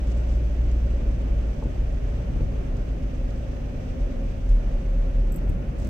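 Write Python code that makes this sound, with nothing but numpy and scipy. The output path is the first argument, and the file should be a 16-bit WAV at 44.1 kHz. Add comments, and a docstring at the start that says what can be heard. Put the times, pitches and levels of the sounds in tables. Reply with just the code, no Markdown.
"""An engine drones inside a car coasting on a wet country road, its firing harmonics fading as the
driver lifts off. The tyres hum on multiples of the wheel rate, and the road forces the body into
rumble, roar and a resonant boom. Spray and air hiss outside. The wipers sweep up and back with two
dull knocks. Trim ticks and something rustles faintly; near the end a small metal object clinks."""
import sys
import numpy as np
from scipy import signal
from scipy.fft import rfft, irfft
from scipy.io import wavfile
from scipy.ndimage import uniform_filter1d

SR = 44100
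rng = np.random.default_rng(int(sys.argv[2]) if len(sys.argv) > 2 else 0)


def master_out(mix):
    """Clip the mix to full scale and print it as 16-bit PCM to the path in sys.argv[1]."""
    frames = np.transpose(np.atleast_2d(mix))
    ceiling = np.clip(frames, -1, 1)
    pcm = np.round(ceiling * 32767).astype(np.int16)
    wavfile.write(sys.argv[1], SR, pcm)


N = 259749
TIME = np.arange(N) / SR
BINS_HZ = np.fft.rfftfreq(N, 1 / SR)


def gain_of(db):
    """Decibels to amplitude ratio."""
    return 10 ** (np.asarray(db) / 20)


def unit_rms(x):
    """Normalisation to an rms of one."""
    return x / np.sqrt(np.mean(abs(x) ** 2) + 1e-20)


def at_hz(points, hz):
    """Interpolation of a spectrum on a log-frequency axis."""
    f, value = np.transpose(points)
    return np.interp(np.log(hz + 1), np.log(f + 1), value)


def curves(rows):
    """Linear interpolation of each column of a timed table, one value a sample."""
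    time_s, *columns = np.transpose(rows)
    return [np.interp(TIME, time_s, column) for column in columns]


def add(mix, start_s, sound):
    """Superposition of a stereo sound on the mix."""
    part = mix[:, max(round(start_s * SR), 0):][:, :sound.shape[1]]
    part += sound[:, :part.shape[1]]


def pan(balance_db):
    """Channel gains for a level difference; balance is left minus right."""
    return gain_of([[balance_db / 2], [-balance_db / 2]])


def drift(rate_hz):
    """Random modulation: low-passed noise of unit rms."""
    return unit_rms(irfft(rfft(rng.standard_normal(N)) * np.exp(-(BINS_HZ / rate_hz) ** 2), N))


def scatter(spectrum, t60_s, tilt_db_per_octave=0):
    """Diffuse scattering: the cabin spreads a click into exponentially decaying noise."""
    t, hz = np.arange(SR // 5) / SR, np.fft.rfftfreq(SR // 5, 1 / SR)
    shape = gain_of(at_hz(spectrum, hz) + tilt_db_per_octave * np.log2(np.maximum(hz, 4000) / 8000))
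    noise = irfft(rfft(rng.standard_normal((2, len(t)))) * shape, len(t))
    return unit_rms(noise) * gain_of(-60 * t / t60_s)


# Likeness of left and right: frequency_hz, correlation (clipped to +-1 in use)
COHERENCE = [(35, 1.16), (60, 1.2), (92, 0.66), (140, 1.3), (210, 0.56), (330, 0.88), (500, 0.39),
             (770, -0.18), (1170, -0.21), (1790, 0.09), (4000, 0)]
# Level difference across the cabin: frequency_hz, balance_db
CABIN_BALANCE = [(60, 0), (500, 0.5), (770, 0.5), (1170, -1), (1790, -0.5), (2740, -3.5), (4190, -6),
                 (6400, -13), (8000, 17.5), (9500, 5.3), (15000, -7.5)]
def cabin_noise(spectrum):
    """Spatial coherence: left and right noise are alike in the bass, unrelated in the treble."""
    common, independent = rfft(rng.standard_normal((2, N)))
    correlation = np.clip(at_hz(COHERENCE, BINS_HZ), -1, 1)
    right = correlation * common + np.sqrt(1 - correlation ** 2) * independent
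    lean = gain_of(at_hz(CABIN_BALANCE, BINS_HZ) / 2)
    pair = irfft(np.array([common * lean, right / lean]) * gain_of(at_hz(spectrum, BINS_HZ)), N)
    return pair / pair.mean(0).std()


def partial(hz, waver, waver_hz):
    """A tone under random amplitude and phase modulation; coherence sets the left-right phase angle."""
    cycles = np.cumsum(hz) / SR + rng.random()
    wander = unit_rms(1 + waver * (drift(waver_hz) + 1j * drift(waver_hz)))
    angle = np.arccos(np.clip(at_hz(COHERENCE, hz.mean()), -1, 1)) * rng.choice([-.5, .5])
    phase = 2 * np.pi * cycles + np.array([[angle], [-angle]])
    return np.sqrt(2) * (wander * np.exp(1j * phase)).real


def reflections(x, echo_db=-14, spread_s=.012, count=8):
    """Comb filtering: early echoes from glass and dashboard ripple the spectrum."""
    taps = np.zeros((2, SR // 20))
    delays = (rng.uniform(.05, 1, (2, count)) * spread_s * SR).astype(int)
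    echoes = gain_of(echo_db) * rng.choice([-1, 1], delays.shape) / np.sqrt(count)
    np.put_along_axis(taps, delays, echoes, 1)
    # long waves fill the small cabin evenly
    taps = signal.sosfilt(signal.butter(2, 900, "highpass", fs=SR, output="sos"), taps)
    taps[:, 0] += 1  # direct sound
    return signal.oaconvolve(x, taps / np.linalg.norm(taps, axis=1, keepdims=True), axes=1)[:, :N]


# Soft rubs in the cabin: start_s, length_s, level_db, balance_db
RUBS = [(0.032, 0.24, -64, -3.5), (0.264, .12, -60.5, 0), (5.774, 0.099, -61, -1)]
# Rubbing spectrum: frequency_hz, relative_db
RUB_SPECTRUM = [(1500, -20), (3500, 1), (6000, 4), (8000, 2), (9500, -16), (15000, -14)]
def rustles(grain_db=4):
    """Friction noise: brief rubbing gives bright sound in uneven clumps."""
    clumps = rng.standard_normal((2, N)) * gain_of(grain_db * drift(90))
    grains = unit_rms(irfft(rfft(clumps) * gain_of(at_hz(RUB_SPECTRUM, BINS_HZ)), N))
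    envelope = np.zeros((2, N))
    for start_s, length_s, level_db, balance_db in RUBS:
        travel = np.clip((TIME - start_s) / length_s, 0, 1)
        envelope += gain_of(level_db) * pan(balance_db) * np.sqrt(abs(np.sin(np.pi * travel)))
    return envelope * grains


# Ticks of the trim: start_s, level_db, tilt_db_per_octave, balance_db
TRIM_TICKS = [(.714, -52.5, -10, -3), (1.637, -58, -11, -10), (1.923, -59, -6, 5), (2.768, -56, -11, -6),
              (3.305, -57, -13, -6), (4.491, -51, -6, 1), (5.494, -54, 14, -6), (5.786, -55, 1, -3),
              (5.798, -52, -4, -6), (5.822, -59, 2, -4), (5.847, -52, -4, -4), (5.871, -49.5, 4, -4)]
# Tick spectrum: frequency_hz, relative_db
TICK_SPECTRUM = [(1500, -25), (3500, -9.5), (6000, -0.5), (7800, 0.5), (9500, -9), (12000, -11),
                 (16000, -10)]
def ticks(t60_s=0.049):
    """Impulsive excitation: plastic trim ticks dryly as the body flexes."""
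    out = np.zeros((2, N))
    for start_s, level_db, tilt, balance_db in TRIM_TICKS:
        add(out, start_s, gain_of(level_db) * pan(balance_db) * scatter(TICK_SPECTRUM, t60_s, tilt))
    return out


# Touches of a loose metal object: start_s, relative_db
TOUCHES = [(5.321, -44), (5.342, -49), (5.36, -41), (5.494, -53)]
# Its modes: frequency_hz, relative_db, t60_s, balance_db
METAL_MODES = [(5740, -20, .07, -7), (7500, -8, .06, 10), (7700, -2, 0.059, 13), (7870, -2, .07, 9),
               (10200, -13, .05, -8), (10800, -11, .035, -3), (11200, -17, .04, -6), (11800, -15, .05, -6),
               (12600, -15, .035, -5), (13300, -7, .08, -10), (13900, -3, .08, -10)]
# Contact noise: frequency_hz, relative_db
CONTACT_SPECTRUM = [(2000, -35), (6700, -20), (7700, -2), (9200, -21), (11000, -2.5), (12800, -4),
                    (13600, 4), (14400, -12), (16000, -16)]
def clinks(ring_db=-8, contact_db=-4):
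    """Free vibration: each touch gives a burst of noise and rings the damped modes of thin metal."""
    out, t = np.zeros((2, N)), np.arange(SR // 5) / SR
    for start_s, touch_db in TOUCHES:
        ring = sum(pan(balance_db) * gain_of(mode_db - 60 * t / t60_s)
                   * np.sin(2 * np.pi * (hz * t + rng.random((2, 1))))
                   for hz, mode_db, t60_s, balance_db in METAL_MODES)
        contact = pan(-5) * scatter(CONTACT_SPECTRUM, t60_s=.05)
        add(out, start_s, gain_of(touch_db) * (gain_of(ring_db) * ring + gain_of(contact_db) * contact))
    return out


# Wiper strokes, up and back: start_s, length_s, start_pitch_hz, end_pitch_hz, level_db
WIPER_STROKES = [(1.777, .46, 407, 398.5, -48.5), (2.502, 0.41, 388.3, 405, -46)]
def wipers():
    """Motor hum under load: the pitch glides through each stroke with the drag of the blades."""
    out = np.zeros((2, N))
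    for start_s, length_s, start_hz, end_hz, level_db in WIPER_STROKES:
        travel = np.clip((TIME - start_s) / length_s, 0, 1)
        hum = partial(start_hz + (end_hz - start_hz) * travel, waver=0.21, waver_hz=13)
        out += gain_of(level_db) * np.sin(np.pi * travel) * hum
    return out


# Course of the rolling noise, for spray and road: time_s, surface_db, wet_db
ROLLING = [(0, -32.5, -61.5), (.45, -34, -62), (1.4, -34.5, -63), (2.1, -36.5, -63), (2.4, -31, -63.5),
           (2.9, -36.5, -63.5), (3.6, -38.5, -63), (4.3, -36.5, -63.5), (5.1, -37.5, -64),
           (5.45, -29.5, -65.5), (5.65, -33.5, -66), (5.89, -29.5, -62.5)]
# Spray spectrum: frequency_hz, relative_db
SPRAY_SPECTRUM = [(900, -13.5), (2000, 5.5), (3000, 7), (3900, 0), (5000, -2), (6200, -2), (7100, -6.5),
                  (7900, -9), (8700, -21), (10000, -37), (15500, -39)]
def spray(hiss_db=2.5, flicker_db=0.86, floor_db=-70):
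    """Flow noise: air and water hiss past the glass, over a steady white noise floor."""
    _, wet_db = curves(ROLLING)
    hiss = gain_of(wet_db + hiss_db + flicker_db * drift(37)) * cabin_noise(SPRAY_SPECTRUM)
    return hiss + gain_of(floor_db) * pan(-1.2) * rng.standard_normal((2, N))


# Roar through the floor: frequency_hz, relative_db
ROAR_SPECTRUM = [(35, -28.5), (55, 2.5), (75, -3.5), (100, 0), (135, -2), (175, -6), (230, -5), (290, -14),
                 (400, -17.5), (800, -68)]
# Panel and tyre-cavity resonances: frequency_hz, relative_db
PANEL_SPECTRUM = [(150, -38), (300, -4.5), (390, -1.5), (450, -4), (510, -2), (565, 0.5), (680, -6),
                  (790, -10), (890, -11.5), (970, -15), (1500, -17.5), (2700, -23), (3600, -38.5),
                  (6000, -59)]
def road(roar_db=-2, cabin_db=-45, flutter_db=.5, follow=0.12):
    """Structure-borne noise: coarse asphalt drives the floor, the panels and the air in the tyres."""
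    surface_db, _ = curves(ROLLING)
    roar = gain_of(surface_db + roar_db) * cabin_noise(ROAR_SPECTRUM)
    panels_db = cabin_db + follow * (surface_db - surface_db.mean()) + flutter_db * drift(6.9)
    return roar + gain_of(panels_db) * cabin_noise(PANEL_SPECTRUM)


# Blows from wipers and road: start_s, relative_db, tilt_db_per_octave, rise_s
BLOWS = [(1.624, -37.5, 6, 0.00067), (1.652, -26.5, 0, 0.0048), (2.356, -28, -4, 0.0029),
         (2.402, -24.5, -1.5, 0.005), (5.479, -26, -7.5, 0.019)]
# Modes of the car body: frequency_hz, relative_db, t60_s
BODY_MODES = [(43.5, -4.5, 0.32), (76, 1, 0.25), (134.8, 1.5, 0.19), (217.5, 1.5, 0.11), (303, -1, 0.071),
              (467, -2.5, 0.062), (874, -14, 0.066), (1054, -18.5, .04)]
def knocks():
    """Modal response: blows ring the low modes of the body; each blow swells in over its own rise time."""
    out, t = np.zeros((2, N)), np.arange(SR // 3) / SR
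    for start_s, blow_db, tilt, rise_s in BLOWS:
        ring = sum(gain_of(mode_db + tilt * np.log2(hz / 200) - 60 * t / t60_s)
                   * np.sin(2 * np.pi * (hz * t + rng.random()))
                   for hz, mode_db, t60_s in BODY_MODES)
        add(out, start_s, gain_of(blow_db) * pan(4.5) * ring * (1 - np.exp(-t / rise_s)))
    return out


BOOM_HZ = 38.5
# Bumps in the road: peak_s, level_db
ROAD_BUMPS = [(1.11, -23), (2.04, -27), (2.43, -25), (3.23, -26), (4.02, -24), (4.52, -15), (5.5, -17)]
def bumps(rise_s=.028, fall_s=.04):
    """Transient resonance: each bump swings the body for a few cycles, in phase left and right."""
    out = np.zeros(N)
    for peak_s, level_db in ROAD_BUMPS:
        swell = np.exp(-((TIME - peak_s) / np.where(TIME < peak_s, rise_s, fall_s)) ** 2 / 2)
        out += gain_of(level_db) * swell * np.sqrt(2) * np.sin(2 * np.pi * (BOOM_HZ * TIME + rng.random()))
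    return out


# Shaking by the uneven road: time_s, level_db
SHAKE_LEVEL = [(0, -31), (.6, -25.5), (1.7, -28.5), (2.4, -27.5), (3.7, -31), (4.5, -27), (5.4, -27.5),
               (5.89, -32)]
# Response of the sprung body: frequency_hz, relative_db
SHAKE_SPECTRUM = [(4, -19), (8, -8), (14, -5), (20, -5.5), (26, 5), (36, 11.5), (46, 9.5), (56, -2.5),
                  (70, -16), (120, -74)]
def rumble(steadiness=0.4, boom_db=-24, rough_start_s=4.1, rough_end_s=5.6, rise_s=.3, fall_s=.13):
    """Forced vibration: the body shakes on its springs and booms at resonance over a rough stretch."""
    (level_db,) = curves(SHAKE_LEVEL)
    shake = cabin_noise(SHAKE_SPECTRUM)
    envelope = np.sqrt(abs(uniform_filter1d(shake.mean(0) ** 2, size=5000)) + 1e-6)
    shake = unit_rms(shake / envelope ** steadiness)  # partly evens out the random swells
    rough = np.clip(np.minimum((TIME - rough_start_s) / rise_s, (rough_end_s - TIME) / fall_s), 0, 1)
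    boom = partial(np.full(N, BOOM_HZ), waver=.45, waver_hz=11)
    return gain_of(level_db) * shake + gain_of(boom_db) * rough * boom


# Wheel speed, for tyres and engine: time_s, rotation_hz
WHEEL_RATE = [(0.0, 8.6), (0.7, 8.85), (1.4, 8.16), (2.1, 8.6), (2.8, 8.18), (3.5, 8.23), (4.3, 8.227),
              (5.1, 8.26), (5.89, 8.34)]
# Tread harmonics: wheel_multiple, level_db
TYRE_HARMONICS = [(8, -44), (9, -47.5), (10, -47.5), (11, -47), (16, -46.5), (17, -48.5), (20, -58),
                  (21, -51), (22, -54.5), (25, -56.5), (26, -56), (27, -52.5), (28, -63.5), (29, -50),
                  (31, -52), (32, -47.5), (33, -61), (35, -59), (40, -59.5), (47, -63), (57, -66),
                  (58, -59.5), (64, -56.5), (65, -56), (66, -55.5), (67, -56), (69, -57.5), (72, -59),
                  (74, -65)]
# Effect of the road surface on the hum: time_s, gain_db
TREAD_GAIN = [(0, -4), (1.5, -3), (2.3, -2), (3, 1), (4.2, 4.5), (5, 1.5), (5.5, -3.5), (5.89, -8)]
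def tyres(swell_order=30, swell_spread=9):
    """Periodic excitation: the tread repeats each turn, so it hums on harmonics of the wheel rate."""
    (wheel_hz,), (tread_db,) = curves(WHEEL_RATE), curves(TREAD_GAIN)
    out = np.zeros((2, N))
    for order, level_db in TYRE_HARMONICS:
        # the road surface mostly changes the middle harmonics
        share = np.exp(-((order - swell_order) / swell_spread) ** 2)
        out += gain_of(level_db + share * tread_db) * partial(order * wheel_hz, waver=0.34, waver_hz=1.9)
    return out


# Engine load as a sound level: time_s, load_db
ENGINE_LOAD = [(0.0, -25), (0.5, -23), (1.0, -20.5), (1.4, -26), (1.8, -28.5), (2.3, -29), (2.8, -31.5),
               (3.3, -30.5), (4.0, -43), (5.0, -39.5), (5.88, -29)]
# Engine orders: firing_multiple, relative_db (at peak load), load_share (of the change in load_db)
ENGINE_ORDERS = [(1, -0.5, 0.94), (1.5, -29, -0.32), (2, -21, 0.098), (3, -34.5, -0.21), (4, -28, 0.8),
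                 (5, -31.5, 0.6), (6, -30, 0.71)]
def engine(firings_per_turn=6.672):
    """Periodic firing, geared to the wheels: the fundamental fades most as the load drops."""
    (wheel_hz,), (load_db,) = curves(WHEEL_RATE), curves(ENGINE_LOAD)
    firing_hz = firings_per_turn * wheel_hz
    peak_db = load_db.max()
    out = np.zeros((2, N))
    for order, relative_db, load_share in ENGINE_ORDERS:
        level_db = peak_db + relative_db + load_share * (load_db - peak_db)
        out += gain_of(level_db) * partial(order * firing_hz, waver=0.2, waver_hz=5.2)
    return out


def scene():
    """Superposition of all sources at the front seat."""
    driving = engine() + tyres() + rumble() + reflections(road() + spray())
    return driving + wipers() + knocks() + clinks() + ticks() + rustles() + bumps()


def record(dry):
    """Band limiting: a linear-phase low-pass at 15.8 kHz."""
    lowpass = signal.firwin(511, 15800, window=("kaiser", 9), fs=SR)
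    return signal.oaconvolve(dry, lowpass[None], "same")


dry = scene()
out = record(dry)
master_out(out)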